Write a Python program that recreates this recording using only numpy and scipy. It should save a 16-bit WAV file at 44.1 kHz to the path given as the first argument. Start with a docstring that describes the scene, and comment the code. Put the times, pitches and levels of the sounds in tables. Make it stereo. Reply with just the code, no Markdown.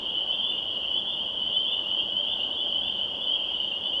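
"""A chorus of small frogs peeps around a woodland pool, each peep a brief, almost pure rising whistle.
A few near frogs stand out of a crowd of far ones, and tree trunks scatter them into a ringing wash.
Brief loud accents flicker in the chorus, as when overlapping peeps beat together.
Underneath lie a distant rumble, a faint hum, a wavering drone and a thin, steady hiss."""
import sys
import numpy as np
from scipy import signal
from scipy.fft import rfft, irfft
from scipy.io import wavfile
from scipy.ndimage import uniform_filter1d

SR = 44100
rng = np.random.default_rng(int(sys.argv[2]) if len(sys.argv) > 2 else 0)


def waveform_to_disk(signal):
    """Save audio, clipped to [-1, 1], as 16-bit WAV at the path in sys.argv[1]."""
    frames = np.transpose(np.atleast_2d(signal))
    scaled = np.clip(frames, -1, 1) * 32767
    samples = np.round(scaled).astype(np.int16)
    wavfile.write(sys.argv[1], SR, samples)


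N = 176400


def amp(db):
    """Decibels to gain."""
    return 10 ** (np.asarray(db) / 20)


def unit_rms(x):
    """Scales to an rms of one."""
    return x / np.sqrt(np.mean(x ** 2) + 1e-20)


def curve_at(points, hz):
    """Reads a curve along a log-frequency axis."""
    freq_hz, value = np.transpose(points)
    return np.interp(np.log(hz + 1), np.log(freq_hz + 1), value)


def place(mix, start_s, sound):
    """Mixes a sound in at a time, trimmed to the ends of the mix."""
    at = round(start_s * SR)
    part = mix[:, max(at, 0):max(at + sound.shape[1], 0)]
    part += sound[:, max(-at, 0):][:, :part.shape[1]]


def pan(pan_db):
    """Left and right gains for a level difference; positive leans left."""
    return amp(np.array([pan_db, -pan_db]).reshape(2, -1) / 2)


def noise_bed(colour_db, patch_db):
    """Coloured noise with drifting patches of level: centred lows, wide highs that lean left."""
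    # Stereo likeness: freq_hz, correlation
    likeness = [(30, .99), (250, .97), (600, .94), (1200, .72), (2200, .45), (9000, .35)]
    # Lean to the left: freq_hz, pan_db
    balance = [(200, -0.5), (700, 0.7), (1400, 0.2), (5000, 8)]
    hz = np.fft.rfftfreq(2048, 1 / SR)
    a, b, c, d, patches = rng.standard_normal((5, N // 512 + 5, len(hz)))
    patches = unit_rms(uniform_filter1d(uniform_filter1d(patches, size=12, axis=0), size=12, axis=1))
    same = curve_at(likeness, hz)
    left = a + 1j * b
    right = same * left + np.sqrt(1 - same ** 2) * (c + 1j * d)
    spectra = np.array([left, right]) * amp(colour_db(hz) + patch_db * patches)
    spectra *= pan(curve_at(balance, hz))[:, None]
    return unit_rms(signal.istft(spectra.transpose(0, 2, 1), nperseg=2048, noverlap=1536)[1][:, :N])


def blurred_tone(hz, level_db, width_hz):
    """A tone blurred by distance into a narrow band of noise; pitch and level may be curves."""
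    noise = rng.standard_normal(N) + 1j * rng.standard_normal(N)
    waver = np.fft.ifft(np.fft.fft(noise) / (1 + (np.fft.fftfreq(N, 1 / SR) / width_hz) ** 2))
    carrier = np.exp(2j * np.pi * np.cumsum(hz * np.ones(N)) / SR)
    return amp(level_db) * unit_rms((waver * carrier).real)


def rumble(level_db=-45, cutoff_hz=3300):
    """A distant rumble, all lows and mids."""
    # Rumble spectrum: freq_hz, relative_db
    colour = [(12, -45.5), (20, -12.5), (91, -6.5), (134, -12), (163, -8.5), (204, -2.5), (247, -5),
              (310, -2.5), (440, -6), (562, -2), (681, -4.5), (1000, -6.5), (1300, -16), (1690, -24),
              (2860, -120)]
    bed = noise_bed(lambda hz: curve_at(colour, hz) - 10 * np.log10(1 + (hz / cutoff_hz) ** 10), 0.95)
    return amp(level_db) * bed


def hiss(level_db=-58.5):
    """A thin, steady hiss."""
    # Hiss spectrum: freq_hz, relative_db
    colour = [(600, -6), (1500, 3), (2000, -1), (4000, -5), (5200, -7), (6500, -11), (8000, -15),
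              (11000, -17)]
    return amp(level_db) * noise_bed(lambda hz: curve_at(colour, hz), patch_db=1)


def hum():
    """A faint hum of blurred tones that swells past the middle and eases off."""
    # Tones of the hum, before the swell: pitch_hz, level_db, width_hz
    tones = [(100.1, -66, 5), (201.5, -62.5, 3.4), (1545, -68.5, 37)]
    # Swell of the hum: time_s, gain_db
    swell = [(0, -2), (1.6, -2), (2.3, 2.5), (2.8, 3), (3.3, -1)]
    gain = amp(np.interp(np.arange(N) / SR, *np.transpose(swell)))
    return gain * sum(blurred_tone(*tone) for tone in tones)


def drone():
    """A distant drone that wavers in pitch inside a soft halo of noise."""
    # Path of the drone: time_s, pitch_hz, level_db
    path = [(0, 550, -56), (1.152, 550, -57.5), (1.5, 574.3, -63), (1.949, 600, -59), (2.35, 586.7, -55),
            (2.649, 578.4, -56.5), (3.1, 559, -54.5), (4, 565, -58.5)]
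    time_s, pitch_hz, level_db = np.transpose(path)
    t = np.arange(N) / SR
    core = blurred_tone(np.interp(t, time_s, pitch_hz), np.interp(t, time_s, level_db), width_hz=11)
    return core + blurred_tone(hz=590, level_db=-58.5, width_hz=25)


def farthest_frogs(level_db=-36.5):
    """The most distant callers melt into one soft ringing."""
    # Spectrum of the ringing: freq_hz, relative_db
    colour = [(2500, -33.5), (2680, -15), (2900, -1), (3100, 0), (3400, -11), (3620, -18.5), (3850, -38.5),
              (4100, -46), (6000, -70)]
    return amp(level_db) * noise_bed(lambda hz: curve_at(colour, hz), patch_db=3.6)


def trunk_echoes(call, echo_db, t60_s=.75, predelay_s=.003, likeness=.59):
    """Trunks scatter a call into a tail of sparse echoes, new each time and partly alike in both ears."""
    t = np.arange(SR // 2) / SR
    taps = rng.standard_normal((3, len(t))) * (rng.random((3, len(t))) < 1 / 20)
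    early_db = 6 * np.exp(-t / .015)  # the nearest trunks answer first and loudest
    taps *= amp(-60 * t / t60_s + early_db) * (t > predelay_s)
    tail = np.sqrt(likeness) * taps[2] + np.sqrt(1 - likeness) * taps[:2]
    tail /= np.linalg.norm(tail, axis=1, keepdims=True)
    return signal.fftconvolve(call, (t == 0) + amp(echo_db) * tail, axes=1)


def peep(length_s, hz, rise_hz, arch_hz, swell_db, pan_db, lead_rad, partial_db, fade_s=.016):
    """One whistle with a faint upper partial: the pitch climbs and flattens as the level tilts."""
    t = np.arange(0, length_s, 1 / SR)
    progress = 2 * t / length_s - 1  # -1 at the start, +1 at the end
    pitch_hz = hz + rise_hz * progress / 2 - arch_hz * progress ** 2
    phase = 2 * np.pi * (np.cumsum(pitch_hz) / SR + rng.random())
    phase = phase + np.array([[lead_rad], [-lead_rad]]) / 2
    fade = np.sin(np.pi / 2 * np.minimum(np.minimum(t, length_s - t) / fade_s, 1)) ** 2
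    tone = np.sin(phase) + amp(partial_db) * np.sin(1.5 * phase)
    return np.sqrt(2) * pan(pan_db) * fade * amp(swell_db * progress / 2) * tone


def far_frogs(level_db=-31, count=50, path_count=6, repeat_s=.6):
    """The crowd across the pool: each frog keeps its own pitch and pace, heard through the trees."""
    # EQ on the crowd: freq_hz, gain_db
    colour = [(2550, -36.5), (2720, -16), (2850, -4.5), (3050, 0.5), (3200, -2.5), (3330, -9), (3480, -20),
              (3750, -23.5), (4100, -2), (4550, 1), (5100, -8)]
    span = N + SR
    paths = np.zeros((path_count, 2, span))  # each path gets its own echoes
    pitches_hz = 3156 + 290 * rng.permutation(np.linspace(-1, 1, count))
    for frog, hz in enumerate(pitches_hz):
        pace, stretch, side = rng.uniform(-1, 1, 3)
        for turn, (late, loud, sharp) in enumerate(rng.standard_normal(size=(9, 3))):
            start_s = (turn + frog / count) * repeat_s * (1 + .02 * pace) + .03 * late
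            call = peep(.0845 * (1 + .25 * stretch), hz + 30.2 * sharp, rise_hz=225, arch_hz=31,
                        swell_db=0, pan_db=2 + 4 * side, lead_rad=.5 + .5 * side, partial_db=-35.5)
            place(paths[(frog + turn) % path_count], start_s, amp(1.5 * np.clip(loud, -2, 2)) * call)
    crowd = sum(trunk_echoes(path, echo_db=7)[:, :span] for path in paths)
    crowd = irfft(rfft(crowd) * amp(curve_at(colour, np.fft.rfftfreq(span, 1 / SR))), span)
    return amp(level_db) * unit_rms(crowd[:, SR // 2:SR // 2 + N])  # the chorus is already under way


def near_frogs_and_accents(gain_db=1):
    """Near peeps, clear above their echoes; 30 ms accents stand for overlapping peeps beating together."""
    # Peep and accent shapes: length_s, rise_hz, arch_hz, swell_db, pan_db, left_lead_rad, partial_db
    shapes = { "high": (.102, 260, 28, 1, 4.5, .55, -44), "arched": (.066, 185, 60, 0, 4, .55, -44),
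              "low": (.08, 145, 30, -3, 3, .4, -40), "short": (.03, 50, 10, -4, 4, .45, -39),
              "steep": (.115, 425, 15, 0, 4.5, .5, -37), "left": (.08, 225, 20, -.5, 4.5, .58, -34),
              "centre": (.11, 245, 15, 1, -2, .73, -32)}
    # Near peeps and chorus accents (the 30 ms shape): middle_s, shape, middle_pitch_hz, relative_db
    events = [ (0.081, "left", 2890, -47), (0.123, "left", 3103, -39.5), (0.158, "short", 3170, -33),
              (.19, "left", 2900, -41.5), (.21, "left", 3063, -34.5), (.31, "left", 3069, -32),
              (.337, "arched", 3427, -34.5), (.355, "low", 2753, -42.5), (.424, "left", 3037, -40),
              (.472, "high", 3446, -33.5), (0.548, "low", 2887, -37), (.584, "steep", 3115, -37),
              (0.665, "left", 2956, -42), (0.714, "left", 2940, -42), (.748, "left", 3070, -40),
              (.80, "steep", 3005, -39.5), (.836, "short", 3223, -35.5), (.862, "low", 2776, -43),
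              (.888, "left", 3111, -40.5), (.958, "left", 3017, -33.5), (0.97, "left", 3110, -32),
              (.972, "arched", 3387, -34), (1.098, "high", 3444, -36), (1.196, "low", 2890, -42),
              (1.204, "steep", 3109, -34), (1.301, "left", 2970, -40), (1.381, "short", 3160, -33),
              (1.46, "centre", 3052, -34), (1.547, "arched", 3425, -34.5), (1.565, "steep", 3031, -34.5),
              (1.574, "short", 3076, -22), (1.59, "left", 3086, -34), (1.708, "high", 3468, -34.5),
              (1.721, "low", 2740, -46), (1.821, "left", 2984, -39.5), (1.866, "left", 2867, -39),
              (1.91, "centre", 3047, -36), (1.965, "steep", 3098, -31.5), (2.00, "left", 3063, -32.5),
              (2.02, "left", 2870, -35), (2.165, "steep", 3090, -33), (2.19, "left", 3083, -33),
              (2.305, "high", 3440, -35.5), (2.30, "low", 2740, -49), (2.348, "centre", 3033, -39.5),
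              (2.424, "left", 2890, -37), (2.439, "centre", 3060, -36.5), (2.54, "arched", 3630, -50.5),
              (2.592, "arched", 3416, -34.5), (2.65, "steep", 3112, -31), (2.72, "left", 3089, -31.5),
              (2.739, "left", 2952, -34), (2.814, "left", 3150, -40), (2.85, "high", 3420, -36),
              (2.874, "low", 2780, -43), (2.89, "left", 3117, -34.5), (2.901, "left", 3020, -43),
              (3.018, "centre", 3030, -34.5), (3.163, "left", 3150, -38), (3.232, "arched", 3444, -36),
              (3.295, "left", 3123, -32.5), (3.32, "steep", 3142, -29), (3.35, "left", 2972, -37.5),
              (3.387, "low", 2809, -40.5), (3.432, "left", 2950, -39.5), (3.49, "left", 3170, -36.5),
              (3.56, "arched", 3610, -50.5), (3.575, "centre", 3042, -33.5), (3.647, "centre", 3050, -36.5),
              (3.657, "left", 2940, -35), (3.748, "left", 2870, -34.5), (3.86, "arched", 3440, -37),
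              (3.88, "centre", 3082, -32.5), (3.98, "steep", 3050, -28.5)]
    mix = np.zeros((2, N))
    for middle_s, shape, pitch_hz, relative_db in events:
        length_s, *settings = shapes[shape]
        sound = trunk_echoes(peep(length_s, pitch_hz, *settings), echo_db=-3.5)
        place(mix, middle_s - length_s / 2, amp(relative_db) * sound)
    return amp(gain_db) * mix


def scene():
    """The chorus sits to the left and drifts slightly towards the centre, over the background."""
    frogs = near_frogs_and_accents() + far_frogs() + farthest_frogs()
    drift_db = np.linspace(.5, -.5, N)
    return frogs * pan(drift_db) + rumble() + hiss() + hum() + drone()


def record(dry):
    """A steep low-pass takes off the top treble."""
    lowpass = signal.firwin(511, cutoff=11100, window=("kaiser", 9), fs=SR)
    return signal.oaconvolve(dry, lowpass[None], "same")


dry = scene()
out = record(dry)
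waveform_to_disk(out)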